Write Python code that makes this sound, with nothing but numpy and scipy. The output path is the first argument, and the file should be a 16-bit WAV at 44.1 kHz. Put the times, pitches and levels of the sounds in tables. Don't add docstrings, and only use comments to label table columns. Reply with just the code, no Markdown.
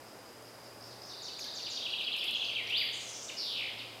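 import sys
import numpy as np
from scipy import signal
from scipy.fft import rfft, irfft
from scipy.io import wavfile
from scipy.ndimage import uniform_filter1d

SR = 44100
rng = np.random.default_rng(int(sys.argv[2]) if len(sys.argv) > 2 else 0)


def makeup_ratio(level_db):
    decades = np.asarray(level_db, float) / 20
    return 10 ** decades


def unload_audio(sound):
    columns = np.transpose(np.atleast_2d(sound))
    steps = np.round(np.clip(columns, -1, 1) * 32767)
    wavfile.write(sys.argv[1], SR, steps.astype(np.int16))


N = 176400
t = np.arange(N) / SR
WAVER, ROUGH_WAVER = .012, .07


def unit_rms(x):
    return x / np.sqrt(np.mean(x ** 2) + 1e-20)


def resonance(x, hz, wide_hz):
    r = np.exp(-np.pi * wide_hz / SR)
    return signal.lfilter([(1 - r * r) / 2, 0, (r * r - 1) / 2], [1, -2 * r * np.cos(2 * np.pi * hz / SR), r * r], x)


def narrow_noise(noise, hz, wide_hz):
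    return resonance(resonance(noise, hz, wide_hz), hz, wide_hz)


def lowpass(x, hz, order=1):
    return signal.sosfilt(signal.butter(order, hz, fs=SR, output="sos"), x)


def jitter(smooth_samples, length):
    return unit_rms(uniform_filter1d(rng.standard_normal(N // 8), size=smooth_samples))[:length]


def whistle(out, rows, start=0., db=0., pitch=0.99, top_loss_db=0., waver=WAVER, uneven=0.):
    edge_s, stroke_sharpness = .003, 1.2
    s, *columns = np.transpose(rows)
    note_t = np.arange(s[0], s[-1], 1 / SR)
    hz, level_db, *buzz = [np.interp(note_t, s, c) for c in columns]
    fast, slow = jitter(60, len(note_t)), jitter(300, len(note_t))
    hz = hz * pitch * (1 + waver * fast)
    gain = np.clip(np.minimum(note_t - s[0], s[-1] - note_t) / edge_s, 0, 1)
    if buzz:
        shake_hz, shakes_per_s = buzz
        cycles = np.cumsum(shakes_per_s * np.maximum(1 + uneven * slow, .2)) / SR
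        stroke = 1 - 2 * (cycles % 1)
        hz = hz + shake_hz * stroke
        level_db = level_db - top_loss_db * stroke
        gain = gain * (1 - stroke ** 4) ** stroke_sharpness
    wave = np.sin(2 * np.pi * np.cumsum(hz) / SR)
    i = int((start + s[0]) * SR)
    out[i:i + len(note_t)] += np.sqrt(2) * gain * makeup_ratio(level_db + db) * wave


# [f/Hz, level/dB per Hz]
WIND_SPECTRUM = [(15, -55), (25, -23), (113, -10), (152, -12), (241, -5), (588, -2.5), (3680, -19.5),
                 (5090, -20), (15800, -25)]
# [t/s, level/dB]
HUM_LEVEL = [(0, -66.5), (.3, -71), (.4, -62), (.6, -66), (.95, -60.5), (1.25, -71.5), (2.3, -68.5),
             (2.6, -63), (3.2, -65.5), (3.4, -74.5), (3.8, -61)]


def air():
    wind_db, wind_top_hz, hum_hz, hum_wide_hz = -52, 14000, 117.5, 3.1
    hz = np.arange(1, N // 2 + 2) * SR / N
    points_hz, points_db = np.transpose(WIND_SPECTRUM)
    shape = makeup_ratio(np.interp(np.log(hz), np.log(points_hz), points_db))
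    shape = shape / np.sqrt(1 + (hz / wind_top_hz) ** 12)
    wind = irfft(rfft(rng.standard_normal(N)) * shape, N)
    wander = unit_rms(uniform_filter1d(rng.standard_normal(N), size=6000))
    pitch = hum_hz + hum_wide_hz * wander
    hum = np.sqrt(2) * np.sin(2 * np.pi * np.cumsum(pitch) / SR)
    return makeup_ratio(wind_db) * unit_rms(wind) + hum * makeup_ratio(np.interp(t, *np.transpose(HUM_LEVEL)))


# [t/s, level/dB]
CRICKET_CHIRPS = [
    (.04, -61.5),
    (.235, -62),
    (.43, -57),
    (.61, -54.5),
    (.795, -50.5),
    (.995, -47),
]


def crickets():
    chirp_s, pulses_per_s, drone_db = .075, 62, -62
    gate = sum(makeup_ratio(db) * np.sin(np.pi * np.clip((t - s) / chirp_s, 0, 1)) for s, db in CRICKET_CHIRPS)
    pulses = np.maximum(np.sin(2 * np.pi * pulses_per_s * t), 0)
    near = unit_rms(narrow_noise(rng.standard_normal(N), 5000, 1000))
    far = unit_rms(narrow_noise(rng.standard_normal(N), 4925, 300))
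    return 2 * gate * pulses * near, makeup_ratio(drone_db) * far


# [t/s, peak level/dB, rustle t/s]
TWIG_TICKS = [
    (0.4229, -46, 0.03),
    (1.3923, -36.5, 0.03),
    (1.4417, -41, 0.03),
    (1.9135, -46, .02),
    (2.0117, -44, 0.023),
    (2.164, -36.5, 0.06),
    (2.2405, -36.5, 0.056),
    (2.308, -38, 0.018),
    (2.6967, -41, 0.044),
]
# [t/s, f/Hz, level/dB]
TWIG_KNOCK = [(1.39, 3130, -46.5), (1.396, 2050, -38.5)]


def twigs():
    snap_db, snap_s, rustle_db = -1.5, .003, -12
    snap, rustle = np.zeros(N), np.zeros(N)
    for s, db, tail_s in TWIG_TICKS:
        since = np.maximum(t - s, 0)
        on = t >= s
        rise = np.minimum(since / snap_s * 2, 1)
        snap += on * makeup_ratio(db + snap_db) * np.exp(-since / snap_s) * rise
        rustle += on * makeup_ratio(db + rustle_db) * np.exp(-since / max(tail_s, .005))
    band = signal.butter(3, [2500, 10500], "band", fs=SR, output="sos")
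    snaps = signal.sosfilt(band, snap * rng.standard_normal(N))
    rustles = narrow_noise(rustle * rng.standard_normal(N), 11500, 4500)
    knock = np.zeros(N)
    whistle(knock, TWIG_KNOCK, waver=ROUGH_WAVER)
    return knock + snaps + rustles


# [t/s, f/Hz, level/dB]
SWEEP_SHAPE = [(-.006, 7800, -17), (0, 7300, -2), (0.013, 6220, 1.5), (.028, 5000, 2), (.036, 4500, 5),
               (0.046, 3710, 1)]
# [t/s, f/Hz, level/dB]
DIP_SHAPE = [(0, 4950, 1), (.006, 4900, 2), (.014, 4300, 3), (.021, 3800, 2), (.026, 3500, -4),
             (.031, 3900, 2), (.037, 4450, 3), (.045, 4950, 2), (.056, 4930, -2)]
# [t/s, f/Hz, level/dB]
ROLL_SHAPE = [(0, 3450, 5), (.007, 3306, 2.5), (.014, 2842, 3.5), (.02, 2411, -6)]
# [t/s, f/Hz, level/dB]
FLICK_SHAPE = [(0, 5390, 9.8), (.005, 4787, 2.3), (.013, 4200, 14)]
# [t/s, f/Hz, level/dB]
LIFT_SHAPE = [(0, 3260, -1.5), (.012, 3710, -3), (.022, 4300, 5)]
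# [t/s, f/Hz, level/dB]
SINK_SHAPE = [(0, 3960, 13), (.012, 3240, -2), (.025, 2800, -3)]
# [t/s, f/Hz, level/dB]
RISE_SHAPE = [(0, 5990, 12), (.012, 9280, 3), (.03, 9140, 2.5), (.045, 8300, -4), (.062, 7580, -10)]
# [t/s, f/Hz, level/dB, shake f/Hz, shakes per s]
THROB_SHAPE = [(0, 5500, -5, 800, 139), (.02, 5905, 0.5, 1010, 139), (.045, 6500, -0.5, 800, 139),
               (.068, 6940, -13, 602.4, 130)]
# [t/s, level/dB, pitch factor]
SWEEP_TIMES = [
    (0.873, -58, 0.97),
    (1.061, -53, 0.94),
    (1.223, -45.5, 0.98),
    (1.387, -43, 0.96),
    (1.548, -44, 1),
    (1.701, -42, 1),
]
# [t/s, level/dB]
DIP_TIMES = [(1.099, -49), (1.177, -48), (1.247, -48.5), (1.328, -48), (1.405, -50), (1.468, -46),
             (1.535, -47), (1.625, -42), (1.672, -47.5), (1.754, -50)]
# [t/s, level/dB, pitch factor]
ROLL_TIMES = [(1.853, -36.5, 0.98), (1.926, -35.5, 0.96), (1.997, -38.5, 0.93), (2.068, -34.5, 0.99),
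              (2.137, -35.5, 0.95), (2.208, -34.5, 1.02), (2.278, -33.5, 1.0), (2.346, -35, 1.0),
              (2.416, -35.5, 0.97), (2.483, -37.5, 0.96), (2.555, -34, 0.94)]
# [t/s, level/dB, pitch factor]
FLICK_TIMES = [
    (1.088, -52, 1.18),
    (1.767, -52, 1.13),
    (1.903, -42, 0.892),
    (2.04, -45.5, 0.98),
    (2.187, -46.5, 1.05),
    (2.444, -44, 0.99),
    (2.7, -44.5, 0.77),
]
# [t/s, level/dB, pitch factor]
LIFT_TIMES = [
    (1.824, -37.5, 0.94),
    (1.973, -35, 0.98),
    (2.114, -35, 1.0),
    (2.265, -36, 1),
    (2.321, -39, 1.0),
    (2.396, -38.5, 1.0),
    (2.534, -38.5, 0.94),
]
# [t/s, level/dB, pitch factor]
SINK_TIMES = [(1.125, -59, 0.88), (1.281, -55, 0.88), (1.44, -53, 0.91), (1.584, -49, 0.93),
              (1.664, -46, 0.9), (1.771, -41.5, 0.97), (2.081, -47, 0.75), (2.225, -45.5, 0.75),
              (1.848, -53, 0.85)]
# [t/s, level/dB, pitch factor]
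RISE_TIMES = [
    (2.339, -54.5, .72),
    (2.42, -55, 0.68),
    (2.925, -54, 0.983),
    (3.0, -56, 0.99),
    (3.073, -54, 1.0),
    (3.147, -55.5, 0.92),
    (3.219, -53, 0.93),
    (3.28, -54.5, 0.77),
]
# [t/s, level/dB, pitch factor]
THROB_TIMES = [
    (2.925, -45, 1.13),
    (2.995, -43, 1.06),
    (3.064, -41.5, 1.013),
    (3.13, -40.5, 0.98),
    (3.205, -41, 1.0),
    (3.283, -48, 0.7),
]
# [t/s, level/dB, pitch factor]
BLURRED_FLICK_TIMES = [
    (2.67, -46.5, 1.0),
    (3.282, -49, 0.79),
    (3.785, -50, 1.0),
]
# [t/s, f/Hz, level/dB]
DROP_NOTE = [(2.582, 2490, -35), (2.6, 2166, -41), (2.625, 1800, -54)]
# [t/s, f/Hz, level/dB]
FLOURISH_NOTE = [(2.688, 2185, -45), (2.71, 2700, -35.5), (2.741, 3133, -30), (2.757, 3575, -28.5),
                 (2.769, 4310, -30.5), (2.778, 4830, -31), (2.784, 4890, -34.5), (2.795, 5060, -42)]
# [t/s, f/Hz, level/dB]
FALL_NOTE = [(2.786, 3320, -47), (2.799, 3065, -39), (2.82, 2220, -35), (2.84, 1550, -57)]
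# [t/s, f/Hz, level/dB]
CHUCK_NOTE = [(3.292, 3424, -34), (3.3, 2574, -41), (3.307, 1900, -45)]
# [t/s, f/Hz, level/dB]
TAG_NOTE = [(3.79, 3946, -41), (3.81, 2990, -47), (3.825, 2042, -46)]
# [t/s, f/Hz, level/dB]
FAINT_NOTES = [
    [(.912, 4680, -57), (.93, 3330, -59), (.942, 4600, -60)],
    [(1.595, 5800, -53), (1.66, 5650, -52.5)],
    [(1.74, 5707, -54), (1.77, 5600, -57)],
    [(2.51, 2520, -46), (2.535, 2030, -55)],
]
# [t/s, f/Hz, level/dB]
HIGH_HAZES = [
    [(2.77, 12800, -46.5), (2.9, 12200, -62)],
    [(3.38, 11650, -55.5), (3.56, 11330, -58)],
]
# [t/s, f/Hz, level/dB]
THUD_NOTE = [(1.44, 2317, -53), (1.455, 1922, -64), (1.469, 1545, -50)]


def birds():
    second_stroke_s, second_stroke_db = 0.027, -4.5
    out = np.zeros(N)
    for shape, times, waver in (
            (SWEEP_SHAPE, SWEEP_TIMES, WAVER), (DIP_SHAPE, DIP_TIMES, WAVER), (ROLL_SHAPE, ROLL_TIMES, WAVER),
            (FLICK_SHAPE, FLICK_TIMES, WAVER), (LIFT_SHAPE, LIFT_TIMES, WAVER), (RISE_SHAPE, RISE_TIMES, .06),
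            (SINK_SHAPE, SINK_TIMES, ROUGH_WAVER), (FLICK_SHAPE, BLURRED_FLICK_TIMES, ROUGH_WAVER)):
        for row in times:
            whistle(out, shape, *row, waver=waver)
    for s, db, pitch in SWEEP_TIMES:
        whistle(out, SWEEP_SHAPE[2:], s + second_stroke_s, db + second_stroke_db, pitch)
    for note in (DROP_NOTE, FLOURISH_NOTE, FALL_NOTE, *FAINT_NOTES):
        whistle(out, note)
    for row in THROB_TIMES:
        whistle(out, THROB_SHAPE, *row, top_loss_db=-3.5, waver=ROUGH_WAVER, uneven=.25)
    for note in (CHUCK_NOTE, TAG_NOTE):
        whistle(out, note, waver=ROUGH_WAVER)
    for note in (*HIGH_HAZES, THUD_NOTE):
        whistle(out, note, waver=.1)
    return out


# [t/s, f/Hz, level/dB, shake f/Hz, shakes per s]
LOW_BUZZ_LINE = [(3.366, 5200, -44.5, 497, 230), (3.39, 5160, -34, 776, 199.9),
                 (3.415, 4810, -37.5, 1080, 104.7), (3.45, 4500, -38, 1200, 100.9),
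                 (3.5, 4016, -38.5, 1080, 101.1), (3.57, 3320, -38.5, 844, 94.94),
                 (3.62, 2812, -38.5, 800, 63.34), (3.669, 2565, -44, 748, 55.9),
                 (3.7, 2390, -48, 686, 56.25)]


def low_buzz():
    out = np.zeros(N)
    whistle(out, LOW_BUZZ_LINE, top_loss_db=2)
    return out


def wood(x):
    near_t60_s, scatter_t60_s, late_t60_s = .07, .45, 1.2
    near_db, scatter_db, late_db, direct_db = -8, -4, -6, -.3
    lag = np.arange(int(1.6 * SR)) / SR
    rise = 1 - np.exp(-lag / .012)
    near, scatter, late = rng.standard_normal((3, len(lag)))
    near = near * makeup_ratio(-60 * lag / near_t60_s)
    scatter = scatter * rise * makeup_ratio(-60 * lag / scatter_t60_s)
    late = lowpass(late, 5000, order=3) * rise * makeup_ratio(-60 * lag / late_t60_s)
    answer = np.zeros(len(lag))
    for part, db in ((near, near_db), (scatter, scatter_db), (late, late_db)):
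        answer += makeup_ratio(db) * part / np.linalg.norm(part)
    echoes = signal.fftconvolve(x, lowpass(answer, 8000))[:N]
    return makeup_ratio(direct_db) * lowpass(x, 3300) + echoes


def scene():
    facing_db = -6.5
    background = air()
    near_cricket, far_crickets = crickets()
    ticks, song, buzz = twigs(), birds(), low_buzz()
    through_wood = wood(song + buzz + near_cricket)
    mono = through_wood + makeup_ratio(facing_db) * buzz + far_crickets + ticks + background
    return np.tile(mono, (2, 1))


def top_cut(x):
    return signal.sosfilt(signal.butter(12, 15960, fs=SR, output="sos"), x)


def record(dry):
    return top_cut(dry)


dry = scene()
out = record(dry)
unload_audio(out)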